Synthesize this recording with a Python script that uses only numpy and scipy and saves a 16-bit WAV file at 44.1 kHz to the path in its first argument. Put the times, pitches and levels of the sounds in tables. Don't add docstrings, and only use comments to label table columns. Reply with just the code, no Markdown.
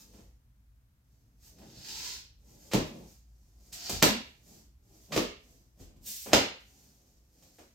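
import sys
import numpy as np
from scipy import signal
from scipy.fft import rfft, irfft, next_fast_len
from scipy.io import wavfile
from scipy.ndimage import uniform_filter1d

SR = 44100
rng = np.random.default_rng(int(sys.argv[2]) if len(sys.argv) > 2 else 0)


def to_wav(s):
    ch = np.atleast_2d(s).T
    pcm = np.round(np.clip(ch, -1, 1) * 32767)
    wavfile.write(sys.argv[1], SR, pcm.astype(np.int16))


N = 341334
T = np.arange(N) / SR


def undb(db):
    return 10 ** (np.asarray(db) / 20)


def lookup(hz, points):
    pitches, values = np.transpose(points)
    return np.interp(np.log(np.maximum(hz, 1)), np.log(pitches), values)


def unit(x):
    return x / np.sqrt(np.mean(x ** 2))


def blow(x):
    return x * np.sqrt(SR / 100 / np.sum(x ** 2))


def colour(x, points):
    n = next_fast_len(len(x) // 2 + 2048, True) * 2
    gain = undb(lookup(np.fft.rfftfreq(n, 1 / SR), points))
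    cepstrum = irfft(np.log(gain))
    cepstrum[1:n // 2] *= 2
    cepstrum[n // 2 + 1:] = 0
    return irfft(rfft(x, n) * np.exp(rfft(cepstrum)))[:len(x)]


def ring(x, hz, width_hz):
    return signal.lfilter(*signal.iirpeak(hz, hz / width_hz, fs=SR), x)


def wander(rate_hz):
    hold = int(SR / rate_hz)
    stairs = np.repeat(rng.standard_normal(N // hold + 1), hold)
    return unit(uniform_filter1d(stairs, hold)[:N])


def add(track, start_s, sound):
    i = int(start_s * SR)
    track[i:i + len(sound)] += sound[:N - i]


def friction(points, grain_db, surge_db):
    slips = rng.standard_normal(N) * undb(grain_db * rng.standard_normal(N) + surge_db * wander(70))
    return unit(colour(slips, points))


# pitch_hz, correlation
MIC_LIKENESS = [(130, .96), (250, .88), (500, .55), (1000, -.15), (2000, -.1), (8000, -.05)]
def diffuse(n):
    hz = np.fft.rfftfreq(n, 1 / SR)
    likeness = lookup(hz, MIC_LIKENESS)
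    mid, side = rfft(rng.standard_normal((2, n))) * np.sqrt([(1 + likeness) / 2, (1 - likeness) / 2])
    return hz, np.array([mid + side, mid - side])


# pitch_hz, gain_db
RUMBLE_COLOUR = [(15, -18), (25, -9.5), (42, -3.5), (70, -2.5), (90, -12.5), (115, -6), (160, -19),
                 (260, -22), (400, -42), (1000, -71)]
HISS_COLOUR = [(100, -5.5), (400, -3.5), (900, -2.5), (1300, -3.5), (3000, -9), (10000, -12), (11000, -12),
               (13000, -6.5), (16000, -14.5)]
# time_s, gain_db
DUCT_SWELL = [(0, 0.5), (1, -1), (2.2, 3), (3.4, 0), (5.6, 0), (6.8, -3.5), (7.75, -7.5)]
def ventilation(drone_hz=55, drone_width_hz=7, drone_db=-65, rumble_db=-63.5, hiss_db=-78.5):
    rumble = unit(np.array([colour(mic, RUMBLE_COLOUR) for mic in irfft(diffuse(N)[1], N)]))
    hiss = unit(np.array([colour(mic, HISS_COLOUR) for mic in irfft(diffuse(N)[1], N)]))
    hiss *= undb([[.25], [-.25]])
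    drone = ring(rng.standard_normal(N), drone_hz, drone_width_hz)
    drone = unit(ring(drone, drone_hz, drone_width_hz))
    duct = undb(rumble_db) * rumble + undb(drone_db + wander(1.8)) * drone
    swell = undb(np.interp(T, *np.transpose(DUCT_SWELL)))
    return duct * swell + undb(hiss_db) * hiss


# pitch_hz, gain_db
SWISH_COLOUR = [(60, -20.5), (150, 3.5), (280, 2), (500, -6), (800, -10.5), (1300, -28.5), (4000, -30.5),
                (16000, -58.5)]
RUSTLE_COLOUR = [(530, -27), (900, -6.5), (1170, -13), (1680, -10.5), (3590, -8.5), (4920, -1.5),
                 (6560, 0.5), (9770, -10.5), (11100, -13), (12900, -2.5), (15200, -11.5), (16000, -17)]
# peak_s, length_s, swish_db, rustle_db
ARM_SWEEPS = [(0, 0.033, -63.5, -51), (0.137, 0.15, -61, -64.5), (1.12, 0.056, -88, -78),
              (1.223, 0.21, -76.5, -80.5), (1.457, 0.055, -72, -55.5), (1.654, 0.15, -55.5, -67),
              (1.885, 0.37, -62.5, -67), (2.512, 0.1, -59, -62), (2.67, 0.11, -59, -57.5),
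              (2.86, 0.043, -48, -59.5), (2.96, 0.11, -46.5, -64), (3.093, 0.1, -78, -61),
              (3.42, 0.3, -80, -76), (3.67, 0.087, -69, -66), (3.964, 0.4, -61, -60),
              (4.524, 0.12, -59, -58), (4.939, .12, -61.5, -65.5), (5.045, .12, -74.5, -62.5),
              (5.141, 0.035, -33.5, -47.5), (5.498, 0.19, -65, -66.5), (5.808, 0.044, -55, -59.5),
              (5.9, 0.081, -64, -81), (6.07, 0.063, -58, -69), (6.78, 0.25, -66.5, -63),
              (7.037, 0.29, -70.5, -72.5), (7.423, 0.16, -66.5, -66.5), (7.585, .14, -75, -64.5)]
def sleeves(idle_swish_db=-90, idle_rustle_db=-92.5):
    swish_power, rustle_power = undb(idle_swish_db) ** 2, undb(idle_rustle_db) ** 2
    for peak_s, length_s, swish_db, rustle_db in ARM_SWEEPS:
        bell = np.exp(-np.abs(2 * (T - peak_s) / length_s) ** 1.6)
        swish_power += undb(swish_db) ** 2 * bell
        rustle_power += undb(rustle_db) ** 2 * bell
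    swish = friction(SWISH_COLOUR, grain_db=5, surge_db=0) * np.sqrt(swish_power)
    rustle = friction(RUSTLE_COLOUR, grain_db=8, surge_db=-1) * np.sqrt(rustle_power)
    return swish + rustle


def burst(t, decay_s):
    spectrum = rfft(rng.standard_normal(len(t)) * np.exp(-t / decay_s), 2 * len(t))
    return irfft(spectrum / np.abs(spectrum))[:len(t)]


# pitch_hz, width_hz, level_db
FLOOR_RESONANCES = [(44.6, 10, 4.5), (82, 6.7, 2.5), (115, 65, -9)]
# pitch_hz, gain_db
PAT_COLOUR = [(60, -9.5), (200, -1), (400, 1), (750, -4), (1200, -12), (2500, -14.5), (6000, -26.5),
              (16000, -38)]
SNAP_COLOUR = [(500, -23.5), (2500, -3.5), (5000, 0), (7800, 1.5), (10300, -13), (13000, -2),
               (16000, -14.5)]
# start_s, weight_db, pat_db, tick_db, settle_s
FOOTFALLS = [(0.136, -70, -55.5, -62, 0.022), (.185, -47.5, -56, -79, 0.013), (1.583, -57, -56, -61, .01),
             (1.616, -84, -51, -75, .025), (1.77, -46, -63, -73, .02), (3.726, -58, -68, -37, 0.02),
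             (3.895, -43.5, -32.5, -29.5, 0.0056), (3.93, -33, -43, -52, .015),
             (5.80, -41.5, -56.5, -55, .04), (5.963, -48, -66, -67.5, .01),
             (6.26, -53, -34.5, -44.5, 0.039), (6.316, -47.5, -34.5, -49, .012),
             (7.424, -57.5, -61, -58, .015), (7.585, -57, -48, -57.5, 0.012)]
# start_s, weight_db
STANCE_DROPS = [(2.744, -28), (4.029, -29.5), (5.161, -35), (6.336, -45.5)]
def steps(push_s=.0011):
    out, t = np.zeros(N), T[:SR // 4]
    push = np.gradient(t * np.exp(-t / push_s))
    thud = blow(sum(undb(db) * blow(ring(push, hz, width)) for hz, width, db in FLOOR_RESONANCES))
    for start_s, weight_db, pat_db, tick_db, settle_s in FOOTFALLS:
        pat = blow(colour(burst(t, settle_s), PAT_COLOUR))
        tick = blow(colour(burst(t, settle_s), SNAP_COLOUR))
        add(out, start_s, undb(weight_db) * thud + undb(pat_db) * pat + undb(tick_db) * tick)
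    for start_s, weight_db in STANCE_DROPS:
        add(out, start_s, undb(weight_db) * thud)
    return out


def braking(t, stop_s, brake_db_per_s=261.5):
    return (t >= 0) * undb(-brake_db_per_s * np.maximum(t - stop_s, 0))


# pitch_hz, gain_db
DRAG_COLOUR = [(180, -40), (300, -10.5), (379, -12.5), (634, -21), (842, -12.5), (994, -16.5), (1190, -24),
               (1300, -14), (3700, -6.5), (4670, -0.5), (7440, -6.5), (8500, -18), (11300, -21.5),
               (13100, -15.5), (16000, -21.5)]
# start_s, rise_s, hold_s, level_db, start_pitch_hz
SOLE_DRAGS = [(1.55, 0.41, 0.17, -39.5, 691.6), (3.72, .14, 0.089, -40.5, 674)]
def drags(swell_db_per_s=73.5, glide_hz_per_s=570, waver_hz=50, sing_db=-17.5, sing_fade_db_per_s=37):
    hiss = friction(DRAG_COLOUR, grain_db=9.5, surge_db=.75)
    waver = signal.sosfilt(signal.butter(2, waver_hz, fs=SR, output="sos"), rng.standard_normal((2, N)))
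    out = 0
    for start_s, rise_s, hold_s, level_db, start_pitch_hz in SOLE_DRAGS:
        t = T - start_s
        phase = 2 * np.pi * (start_pitch_hz * t + glide_hz_per_s * t ** 2 / 2)
        singing = unit(waver[0] * np.cos(phase) + waver[1] * np.sin(phase))
        singing *= undb(sing_db - sing_fade_db_per_s * np.abs(t - rise_s))
        swell = undb(level_db - swell_db_per_s * np.maximum(rise_s - t, 0))
        out += swell * braking(t, rise_s + hold_s) * (hiss + singing)
    return out


# pitch_hz, gain_db
SLAP_COLOUR = [(100, -5), (400, 4.5), (800, 4), (1200, 4), (1550, 0.5), (2400, 2.5), (4800, 0),
               (7300, -4.5), (9500, -21.5), (13000, -19.5), (16000, -28.5)]
def clap(t, contact_s, slap_db, snap_db):
    touch = burst(t, contact_s)
    slap = undb(slap_db) * blow(colour(touch, SLAP_COLOUR))
    snap = undb(snap_db) * blow(colour(touch, SNAP_COLOUR))
    return slap + snap


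# start_s, level_db, contact_s
SLEEVE_BRUSHES = [(2.713, -30.5, .022), (4.0212, -18.5, .006), (5.119, -26.5, 0.031), (6.327, -28, 0.0038)]
def brushes(rise_s=.003, snap_offset_db=-14.5):
    t = T[:SR // 8]
    swell = 1 - np.exp(-t / rise_s)
    return [(start_s, swell * clap(t, contact_s, level_db, level_db + snap_offset_db))
            for start_s, level_db, contact_s in SLEEVE_BRUSHES]


# start_s, knock_db, pitch_hz, chest_db, slap_db, snap_db, contact_s
HAND_CONTACTS = [(2.7346, -27.5, 495, -24, -27, -31, 0.0038), (2.744, -23.5, 596, -19.5, -28, -51, 0.013),
                 (4.0258, -32, 584, -16.5, -14, -18, 0.0018), (4.032, -23.5, 425, -38, -19, -30.5, 0.0017),
                 (4.0406, -26.5, 400, -32.5, -24.5, -28.5, .002),
                 (5.163, -23.5, 450, -24.5, -26.5, -35, 0.0052),
                 (5.176, -34, 455, -34, -25.5, -38.5, 0.00284), (6.3325, -18, 651, -20, -12, -29, .0025),
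                 (6.337, -30, 484, -25.5, -20, -32, 0.0091)]
def strikes(push_s=.00044, push_top_hz=1100, chest_hz=216, chest_width_hz=130, chest_lag_s=.002):
    out, t = [], T[:SR // 8]
    push = signal.sosfilt(signal.butter(2, push_top_hz, fs=SR, output="sos"), np.exp(-t / push_s))
    thump = blow(ring(push, chest_hz, chest_width_hz))
    for start_s, knock_db, pitch_hz, chest_db, slap_db, snap_db, contact_s in HAND_CONTACTS:
        knock = undb(knock_db) * blow(ring(push, pitch_hz, width_hz=.4 * pitch_hz))
        chest = undb(chest_db) * np.interp(t - chest_lag_s, t, thump, left=0)
        out.append((start_s, knock + chest + clap(t, contact_s, slap_db, snap_db)))
    return out


# pitch_hz, gain_db
SKIM_COLOUR = [(410, -44.5), (700, -27.5), (1350, -24.5), (1560, -17), (2270, -13.5), (2630, -11),
               (4860, -4), (5920, -1.5), (7790, -2.5), (10700, -10.5), (13000, -1), (15200, -5),
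               (16000, -7.5)]
def skim(start_s=5.995, attack_s=.071, slide_s=.19, level_db=-37.5, fade_db_per_s=49.5):
    t = T - start_s
    attack = np.clip(t / attack_s, 0, 1) ** 3.1
    fade = undb(level_db - fade_db_per_s * np.maximum(t - attack_s, 0))
    hiss = friction(SKIM_COLOUR, grain_db=3, surge_db=2)
    return hiss * attack * fade * braking(t, attack_s + slide_s)


# pitch_hz, t60_s
ROOM_DECAY = [(60, 0.22), (160, 0.31), (420, 0.31), (1100, 0.36), (2900, 0.45), (5400, 0.35), (8000, 0.28),
              (15000, .23)]
def reverberation(t, build_s=.0026):
    hz, noise = diffuse(len(t))
    centres_hz = np.array(ROOM_DECAY)[:, 0]
    tail = 0
    for pitch_hz, t60_s in ROOM_DECAY:
        band = lookup(hz, np.c_[centres_hz, centres_hz == pitch_hz])
        tail += irfft(noise * band) * undb(-60 * t / t60_s)
    tail *= 1 - np.exp(-(t / build_s) ** 2)
    spectra_db = 10 * np.log10(uniform_filter1d(np.abs(rfft(tail)) ** 2, size=27))
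    return np.array([colour(mic, np.c_[hz + 1, -db]) for mic, db in zip(tail, spectra_db)])


# delay_s, level_db, left_lag_s
EARLY_ECHOES = [(.0016, -11.5, 0), (.0058, -9, .0001), (0.0096, -12, .0003), (.0158, -6.5, -.0002)]
def path_to_phone(tail_db):
    early = np.zeros((2, SR // 2))
    early[:, 0] = 1
    for delay_s, level_db, left_lag_s in EARLY_ECHOES:
        early[0, int((delay_s + left_lag_s) * SR)] += undb(level_db)
        early[1, int(delay_s * SR)] += undb(level_db)
    energy = np.sum(early[0] ** 2) + undb(tail_db) ** 2
    return (early + undb(tail_db) * reverberation(T[:SR // 2])) / np.sqrt(energy)


# pitch_hz, gain_db
RIGHT_MIC_COLOUR = [(200, -.6), (1000, 0), (4000, 1.6), (12000, .8)]
def room(sounds, tail_db):
    left, right = np.zeros((2, N))
    for start_s, sound in sounds:
        for mic, response in zip((left, right), path_to_phone(tail_db)):
            add(mic, start_s, signal.fftconvolve(sound, response))
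    return np.array([left, colour(right, RIGHT_MIC_COLOUR)])


def scene():
    movement = steps() + sleeves() + drags() + skim()
    stretches = [(i / SR, movement[i:i + SR]) for i in range(0, N, SR)]
    hits = room(strikes() + brushes(), tail_db=5)
    return hits + room(stretches, tail_db=7) + ventilation()


def record(dry):
    low_hz, top_hz = 36, 15900
    thinned = signal.sosfilt(signal.butter(4, low_hz, "high", fs=SR, output="sos"), dry)
    return signal.sosfilt(signal.ellip(10, .2, 75, top_hz, fs=SR, output="sos"), thinned)


dry = scene()
out = record(dry)
to_wav(out)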